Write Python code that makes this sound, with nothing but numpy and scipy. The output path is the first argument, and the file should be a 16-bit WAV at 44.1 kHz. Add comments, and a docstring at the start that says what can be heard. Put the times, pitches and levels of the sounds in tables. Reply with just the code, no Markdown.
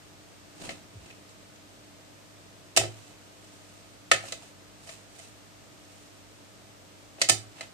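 """Cat batting a wand toy through a plywood bed

A cat reaches through a hole in its plywood bed and bats a fluffy wand toy; a phone close by hears it in stereo.
The rod knocks and the leg thuds on the panel: a dense crack, then decaying panel modes, in a small echoing room.
When the leg shoves behind the rod it touches twice, and the low modes hum on.
Fur brushes the rim as filtered noise, the leg bumps softly as sagging sines; faint hiss and appliance hum stay behind."""
import sys
import numpy as np
from scipy import signal
from scipy.fft import rfft, irfft, next_fast_len
from scipy.io import wavfile
from scipy.ndimage import uniform_filter1d

SR = 44100
rng = np.random.default_rng(int(sys.argv[2]) if len(sys.argv) > 2 else 0)


def wav_record(signal):
    """Record a signal, one row per channel, as 16-bit PCM in the file named by sys.argv[1]."""
    frames = np.transpose(np.atleast_2d(signal))
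    bounded = np.clip(frames, -1, 1)
    # unit amplitude maps onto the largest positive 16-bit level
    quanta = np.round(bounded * 32767).astype(np.int16)
    wavfile.write(sys.argv[1], SR, quanta)


N = 340893
TIME = np.arange(N) / SR


def undb(db):
    """Decibels to gain."""
    return 10 ** (np.asarray(db) / 20)


def along(points, hz):
    """Read (Hz, value) points on a log-frequency axis."""
    f, value = np.transpose(points)
    return np.interp(np.log(np.maximum(hz, 1)), np.log(f), value)


def colour(x, points):
    """Causal minimum-phase filter with the given (Hz, dB) response, made by folding the cepstrum."""
    size = next_fast_len(x.shape[-1] + 4096, real=True) * 2
    hz = np.arange(size // 2 + 1) * SR / size
    cepstrum = irfft(np.log(undb(along(points, hz))))
    cepstrum[1:size // 2] *= 2
    cepstrum[size // 2 + 1:] = 0
    response = np.exp(rfft(cepstrum))
    return irfft(rfft(x, size) * response)[..., :x.shape[-1]]


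def unit(x):
    """Scale to rms 1."""
    return x / np.sqrt(np.mean(x ** 2))


def fade(t, t60):
    """Exponential decay, 60 dB down after t60 seconds."""
    return np.exp(-np.log(1000) * t / t60)


def panned(db):
    """Left and right gains for a left-minus-right level difference."""
    return undb(np.array([[db], [-db]]) / 2)


def walk(rate):
    """Smooth random wander of rms 1, heading for a new value about `rate` times a second."""
    k = int(SR / rate)
    steps = np.repeat(rng.standard_normal(N // k + 1), k)
    return unit(uniform_filter1d(steps, k)[:N])


def diffuse(size):
    """Stereo noise from all around: left and right are most alike near 300 Hz, almost unrelated in the treble."""
    # sound from all around: (frequency [Hz], correlation of left and right)
    likeness = [(50, 0.084), (300, 0.61), (700, 0.053), (1200, 0.026), (8000, 0.016)]
    mid, side = rfft(rng.standard_normal((2, size)))
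    c = np.clip(along(likeness, np.arange(len(mid)) * SR / size), -.95, .95)
    mid = mid * np.sqrt((1 + c) / 2)
    side = side * np.sqrt((1 - c) / 2)
    return irfft(np.array([mid + side, mid - side]), size)


def add(out, s, sound):
    """Mix a sound in at a time in seconds."""
    start = int(s * SR)
    part = sound[..., :N - start]
    out[:, start:start + part.shape[-1]] += part


def background(air_db=-53.28, hum_db=-0.63, waver_db=0.4, drift_rad=1.27):
    """Steady hiss of the still room, and an appliance hum whose partials waver in level and phase."""
    # colour of the still room: (frequency [Hz], relative density [dB per Hz])
    air = [(36, -17.5), (50, 4.5), (62, -8), (100, -0.5), (140, 1), (230, -1), (550, -2.5), (1000, -7.5),
           (3000, -10.5), (8700, -14.5), (10000, -23.5), (13500, -23.5)]
    # appliance hum: (frequency [Hz], relative level [dB], phase by which the right leads [rad])
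    hum = [(99.5, -60.5, 1.5), (197, -71, 1.16), (297.3, -62.5, 1.05), (595, -73, 1), (640, -66, 1.97),
           (679, -71.5, 0.79), (1254, -70, 1.98)]
    out = unit(colour(diffuse(N), air)) * undb(air_db)
    for hz, db, lead in hum:
        phase = 2 * np.pi * hz * TIME + drift_rad * walk(9.8) + np.array([[0], [lead]])
        level = undb(db + hum_db + waver_db * walk(4.6))
        out = out + level * np.sqrt(2) * np.sin(phase)
    return out


def strokes(fidget_db=-68.5, grain_db=2.0, slip_db=2.0, pan_db=-2.5, rumble_stretch=1.8):
    """Hairs catch and slip on the rim; each stroke has its own share of low rumble and of bright hiss."""
    # fur and plush sliding on wood: (middle [s], half length [s], level [dB],
    #     body under 400 Hz against that level [dB], edge over 4 kHz against that level [dB])
    slides = [(0.655, 0.02, -62, 28.5, 0), (0.668, 0.058, -46, 7.5, -1.5), (0.72, 0.024, -67, 23, -6),
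              (1.056, 0.045, -58, 12, -4), (1.308, 0.016, -64, -3, 7), (2.998, 0.086, -56.5, 7, -1.5),
              (3.6, 0.22, -66.5, -12.5, 4.5), (4.29, 0.041, -46, 4, 2.5), (4.438, 0.04, -56.5, -7, -1),
              (4.908, 0.055, -54.5, -4, 4.5), (5.213, 0.057, -58, -12, 5.5), (5.96, 0.12, -69.5, -12, 6.5),
              (7.222, 0.015, -41.5, 3, 1), (7.61, 0.04, -48.5, -6, -8)]
    # colour of that sliding: (frequency [Hz], relative level [dB])
    fur = [(60, -9), (150, -2), (270, 5), (450, 1), (680, 12), (1000, 4.5), (1290, 5.5), (1550, 5),
           (1950, 4), (2300, 4), (2600, 10), (3400, 3), (4062, 5.5), (4800, 3), (8500, 6), (10500, -7),
           (15000, -16)]
    hiss = edge = undb(fidget_db)  # faint rustle between strokes
    body = 0
    for s, half, db, body_db, edge_db in slides:
        swell = np.exp(-((TIME - s) / half) ** 2 / 2)
        rumble_swell = np.exp(-((TIME - s) / (half * rumble_stretch)) ** 2 / 2)
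        hiss = hiss + undb(db) * swell
        edge = edge + undb(db + edge_db) * swell
        body = body + undb(db + body_db) * rumble_swell
    grain = undb(grain_db * walk(900) + slip_db * walk(110))
    friction = unit(colour(diffuse(N) * grain, fur))
    low = signal.sosfiltfilt(signal.butter(2, 400, "low", fs=SR, output="sos"), friction)
    high = signal.sosfiltfilt(signal.butter(2, 4000, "high", fs=SR, output="sos"), friction)
    return (body * low + hiss * (friction - low - high) + edge * high) * panned(pan_db)


def uneven(points):
    """Each struck spot drives some of the crowded upper modes and misses others, leaving humps and gaps."""
    hz = np.geomspace(60, 15000, 110)
    depth_db = np.clip(hz / 1000 - .5, 0, 1) * 3
    humps = depth_db * rng.standard_normal(len(hz))
    # random humps add power on average; take it off again
    excess = np.log(10) / 20 * depth_db ** 2 * 2 / 3
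    return np.transpose([hz, along(points, hz) + humps - excess])


def panel(t, spots_hz, hold_s, rise_s=0.00061, crack_t60=0.039, ring_db=-2, favour_db=6,
          spread_s=0.00065, build_cycles=1.17, apart_hz=1500, port_lag_s=0.00018):
    """One blow: a dense crack while bending waves cross the board, then its separate modes ring on."""
    # plywood panel modes: (frequency [Hz], relative level [dB], t60 [s])
    modes = [(65, 3.5, 0.16), (108.4, 11, 0.57), (135, 1.5, 0.052), (347, 8, 0.21), (393, 4.5, 0.26),
             (503, 5, 0.029), (564, 3, 0.12), (655, 11, 0.087), (750, 8.5, 0.023), (1290, 5.5, 0.048),
             (1776, 6.5, 0.075), (1940, 5, 0.18), (2058, 10, 0.038), (2552, 12.5, 0.047), (2980, 14, 0.038),
             (3140, 9.5, 0.11), (3620, 13, 0.18), (4062, 13.5, 0.041), (4710, 12, 0.037), (5437, -2, 0.077),
             (5985, 4, 0.071), (6840, 16, 0.069), (7410, 4, 0.046), (7650, 12, 0.07), (8680, 13, 0.026)]
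    # crowd of quickly damped modes that makes the crack: (frequency [Hz], relative level [dB])
    crowd = [(60, -44), (230, -11), (500, -11), (760, -17), (950, -15), (1300, -4), (1600, -6.5),
             (1850, 2.5), (3000, 2), (5500, 3.5), (8900, 3.5), (9900, -11), (12500, -11.5), (15000, -37)]
    crack = diffuse(len(t)) * fade(np.maximum(t - hold_s, 0), crack_t60) * (1 - np.exp(-t / rise_s))
    crack = colour(crack / np.sqrt(np.sum(crack ** 2) / 2), uneven(crowd))

    hz, db, t60 = np.transpose(modes)[:, :, None]
    lean_db, turn, skew, detune = rng.standard_normal((4, len(modes), 1))
    apart = np.minimum(hz / apart_hz, 1)  # short waves reach the two ports differently
    # a blow on an antinode drives that mode hardest
    nearest = np.argmin(np.abs(hz - np.array(spots_hz)), axis=0)
    favoured = np.isin(np.arange(len(modes)), nearest)[:, None]
    size = undb(db + ring_db + favour_db * favoured) * 2 * np.log(1000) / (t60 * SR)
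    rings = size * fade(t, t60) * (1 - np.exp(-t / (spread_s + build_cycles / hz)))  # low modes swell slowly
    phase = 2 * np.pi * (hz * (1 + 0.0034 * detune) * t + turn)
    ports = []
    for side in (1, -1):  # left, right; the ring reaches the left port later
        shift = side * (0.68 * skew * apart - np.pi * hz * port_lag_s)
        ports.append(np.sum(rings * undb(side * lean_db * apart) * np.sin(phase + shift), axis=0))
    return crack + np.array(ports)


def blow(db, dullness, spots_hz, lift_db, weight, pivot_hz=2400, spot_octaves=0.41,
         contact_s=0.0039, contact_doubling_db=37.5):
    """A light contact is brief, a dull one tilts to the bass; the spot makes pitches near its own louder or softer."""
    hz = np.geomspace(100, 12000, 29)
    tilt = -dullness * np.log2(np.clip(hz, 500, 8000) / pivot_hz)
    spot = lift_db * np.exp(-(np.log2(hz / spots_hz[0]) / spot_octaves) ** 2 / 2)
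    hold_s = contact_s * 2 ** (db / contact_doubling_db)  # a harder blow draws the crack out
    sound = panel(np.arange(SR // 3) / SR, spots_hz, hold_s)
    return colour(sound, np.transpose([hz, db + tilt + spot + along(weight, hz)]))


def knocks(delay_s=0.00034, tip_lead_s=0.0076, tip_db=-8.5, tip_hz=1885, tip_lift_db=3, shade_db=6):
    """Taps, thuds and shoves on the panel; the right port faces the board and gets more snap."""
    # knocks of the rod and dull thuds of the leg on the panel: (time [s], level [dB],
    #     dullness [dB per octave], pitch of the struck spot [Hz], lift there [dB],
    #     second mode driven hard [Hz], left minus right [dB], leg shoves behind the rod [bool])
    hits = [ (0.6506, -24, -2, 5900, -2, 4062, 0, False), (0.6905, -7.5, 5.5, 2058, 4, 4062, 1.5, False),
            (0.7045, -14.5, 5.5, 2058, 3.5, 655, -1, False), (0.7105, -20, 3.5, 2552, -1, 4062, -2, False),
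            (1.058, -23.5, 4, 348, 16, 5900, 0, False), (1.1016, -27, 5.5, 2552, 9, 1290, 0, False),
            (1.1075, -25, 4, 2552, 6, 5985, 2, False), (1.2901, -33, 2, 5900, 5, 7800, 0, False),
            (1.426, -30, 9, 750, -5, 655, 2, False), (1.558, -30.5, 2, 2552, 3, 5900, 5, False),
            (2.7712, 13.5, -1, 655, 3, 3140, 0.5, True), (2.79, -16, 9, 230, 18, 347, 3, False),
            (2.8125, -4.5, 8.5, 400, -1, 750, -5, False), (2.835, -6.5, 7.5, 348, 6, 393, -3.5, False),
            (2.852, -15.5, 10, 140, 3, 347, -2, False), (4.1135, 16.5, 3.5, 1800, 4, 1290, -0.7, False),
            (4.2365, -27, 9, 800, 11, 503, -1, False), (4.2537, -23, 5, 2058, 7, 1290, -3, False),
            (4.3212, -4.5, 2, 4062, 2, 7410, -1, False), (4.324, -11.5, 7, 655, 0, 135, 0, False),
            (4.8723, -22, 3.5, 655, 7.5, 2986, -6, False), (4.8895, -13.5, 4.5, 655, -2.5, 2552, 6, False),
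            (4.895, -20.5, 3.5, 2980, 1, 655, -7, False), (4.9232, -28, -1, 7800, 1, 4062, -7, False),
            (5.1896, -22.5, 0, 4710, -4.5, 8680, -6, False), (5.196, -21, 3.5, 655, 1.5, 2058, 1, False),
            (7.183, -23, 11.5, 655, -7.5, 750, -1, False), (7.2150, 9.5, 2.2, 4710, 3, 2058, -0.5, False),
            (7.2946, 12, -1, 1800, 1.5, 750, -1.5, True), (7.6075, -6.5, 4.5, 2058, 2.5, 4062, -0.5, False),
            ]
    # weight of a contact without a shove: (frequency [Hz], level [dB])
    plain = [(110, -14.5), (170, -4.5), (280, -4), (390, -10), (520, 0), (750, -2), (1300, 0.5), (1600, 0)]
    # weight with the leg shoving behind the rod: (frequency [Hz], level [dB])
    leg_behind = [(110, 6), (170, 12), (320, 9), (500, 1), (750, 5.5), (1100, 6.5), (1600, 0)]
    out = np.zeros((2, N))
    for s, db, dullness, spot_hz, lift_db, second_hz, pan_db, shove in hits:
        weight = leg_behind if shove else plain
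        contacts = [(delay_s, blow(db, dullness, [spot_hz, second_hz], lift_db, weight))]
        if shove:  # the tip of the rod lands first
            contacts += [(-tip_lead_s, blow(db + tip_db, dullness, [tip_hz], tip_lift_db, leg_behind))]
        for delay, sound in contacts:
            add(out, s + delay, sound * panned(pan_db))
    # right minus left: (frequency [Hz], difference [dB])
    facing = [(3500, -0.85), (6000, shade_db / 2), (8500, shade_db), (11000, -0.3)]
    left = colour(out[0], [(f, -d / 2) for f, d in facing])
    right = colour(out[1], [(f, d / 2) for f, d in facing])
    return np.array([left, right])


def bump(push_s=0.0018, hold_s=0.025, t60=0.1, sag_octaves_per_s=22.6):
    """Soft flesh pushes slowly, so only a low thud comes out, its pitch falling as the flesh settles."""
    # padded bumps of the leg: (time [s], starting pitch [Hz], level [dB])
    thuds = [(0.954, 135, -41.5), (1.017, 97, -52)]
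    out = np.zeros((2, N))
    t = np.arange(SR // 2) / SR
    envelope = fade(np.maximum(t - hold_s, 0), t60) * (1 - np.exp(-t / push_s))
    for s, hz, db in thuds:
        phase = 2 * np.pi * np.cumsum(hz * 2 ** (-sag_octaves_per_s * t)) / SR
        add(out, s, undb(db) * np.sin(phase) * envelope)
    return out


def room(x, first_s=0.0019, build_s=0.014, wall_s=0.024, wall_width_s=0.0079, wall_share=0.36):
    """Echoes of a small furnished room build up quickly, bunch as the near walls answer, and die by band."""
    # room echo: (frequency [Hz], level against the direct sound [dB], t60 [s])
    bands = [(110, 4, 0.26), (345, -3.5, 0.17), (683, -10, 0.31), (2000, -9.5, 0.29), (4970, -7.5, 0.24),
             (10000, -10, 0.23)]
    t = np.arange(SR * 3 // 4) / SR
    noise = rfft(diffuse(len(t)))
    hz = np.arange(noise.shape[1]) * SR / len(t)
    walls = 1 + wall_share * np.exp(-((t - wall_s) / wall_width_s) ** 2)
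    onset = np.clip((t - first_s) / build_s, 0, 1) * walls
    tail = 0
    for k, (_, db, t60) in enumerate(bands):
        share = along([(row[0], j == k) for j, row in enumerate(bands)], hz)  # crossfade to the neighbours
        shape = onset * fade(t, t60)
        tail = tail + irfft(noise * share, len(t)) * shape * undb(db) / np.sqrt(np.sum(shape ** 2))
    return x + signal.fftconvolve(x, tail, axes=1)[:, :N]


def scene():
    """The cat's play in the room, the dry bumps of its leg, and the background."""
    return room(knocks() + strokes()) + bump() + background()


def record(dry, ceiling=.92, top_hz=14300):
    """The phone rounds the highest peaks and cuts the top."""
    rounded = dry / (1 + (dry / ceiling) ** 6) ** (1 / 6)
    return signal.sosfilt(signal.ellip(8, .2, 70, top_hz, fs=SR, output="sos"), rounded)


dry = scene()
out = record(dry)
wav_record(out)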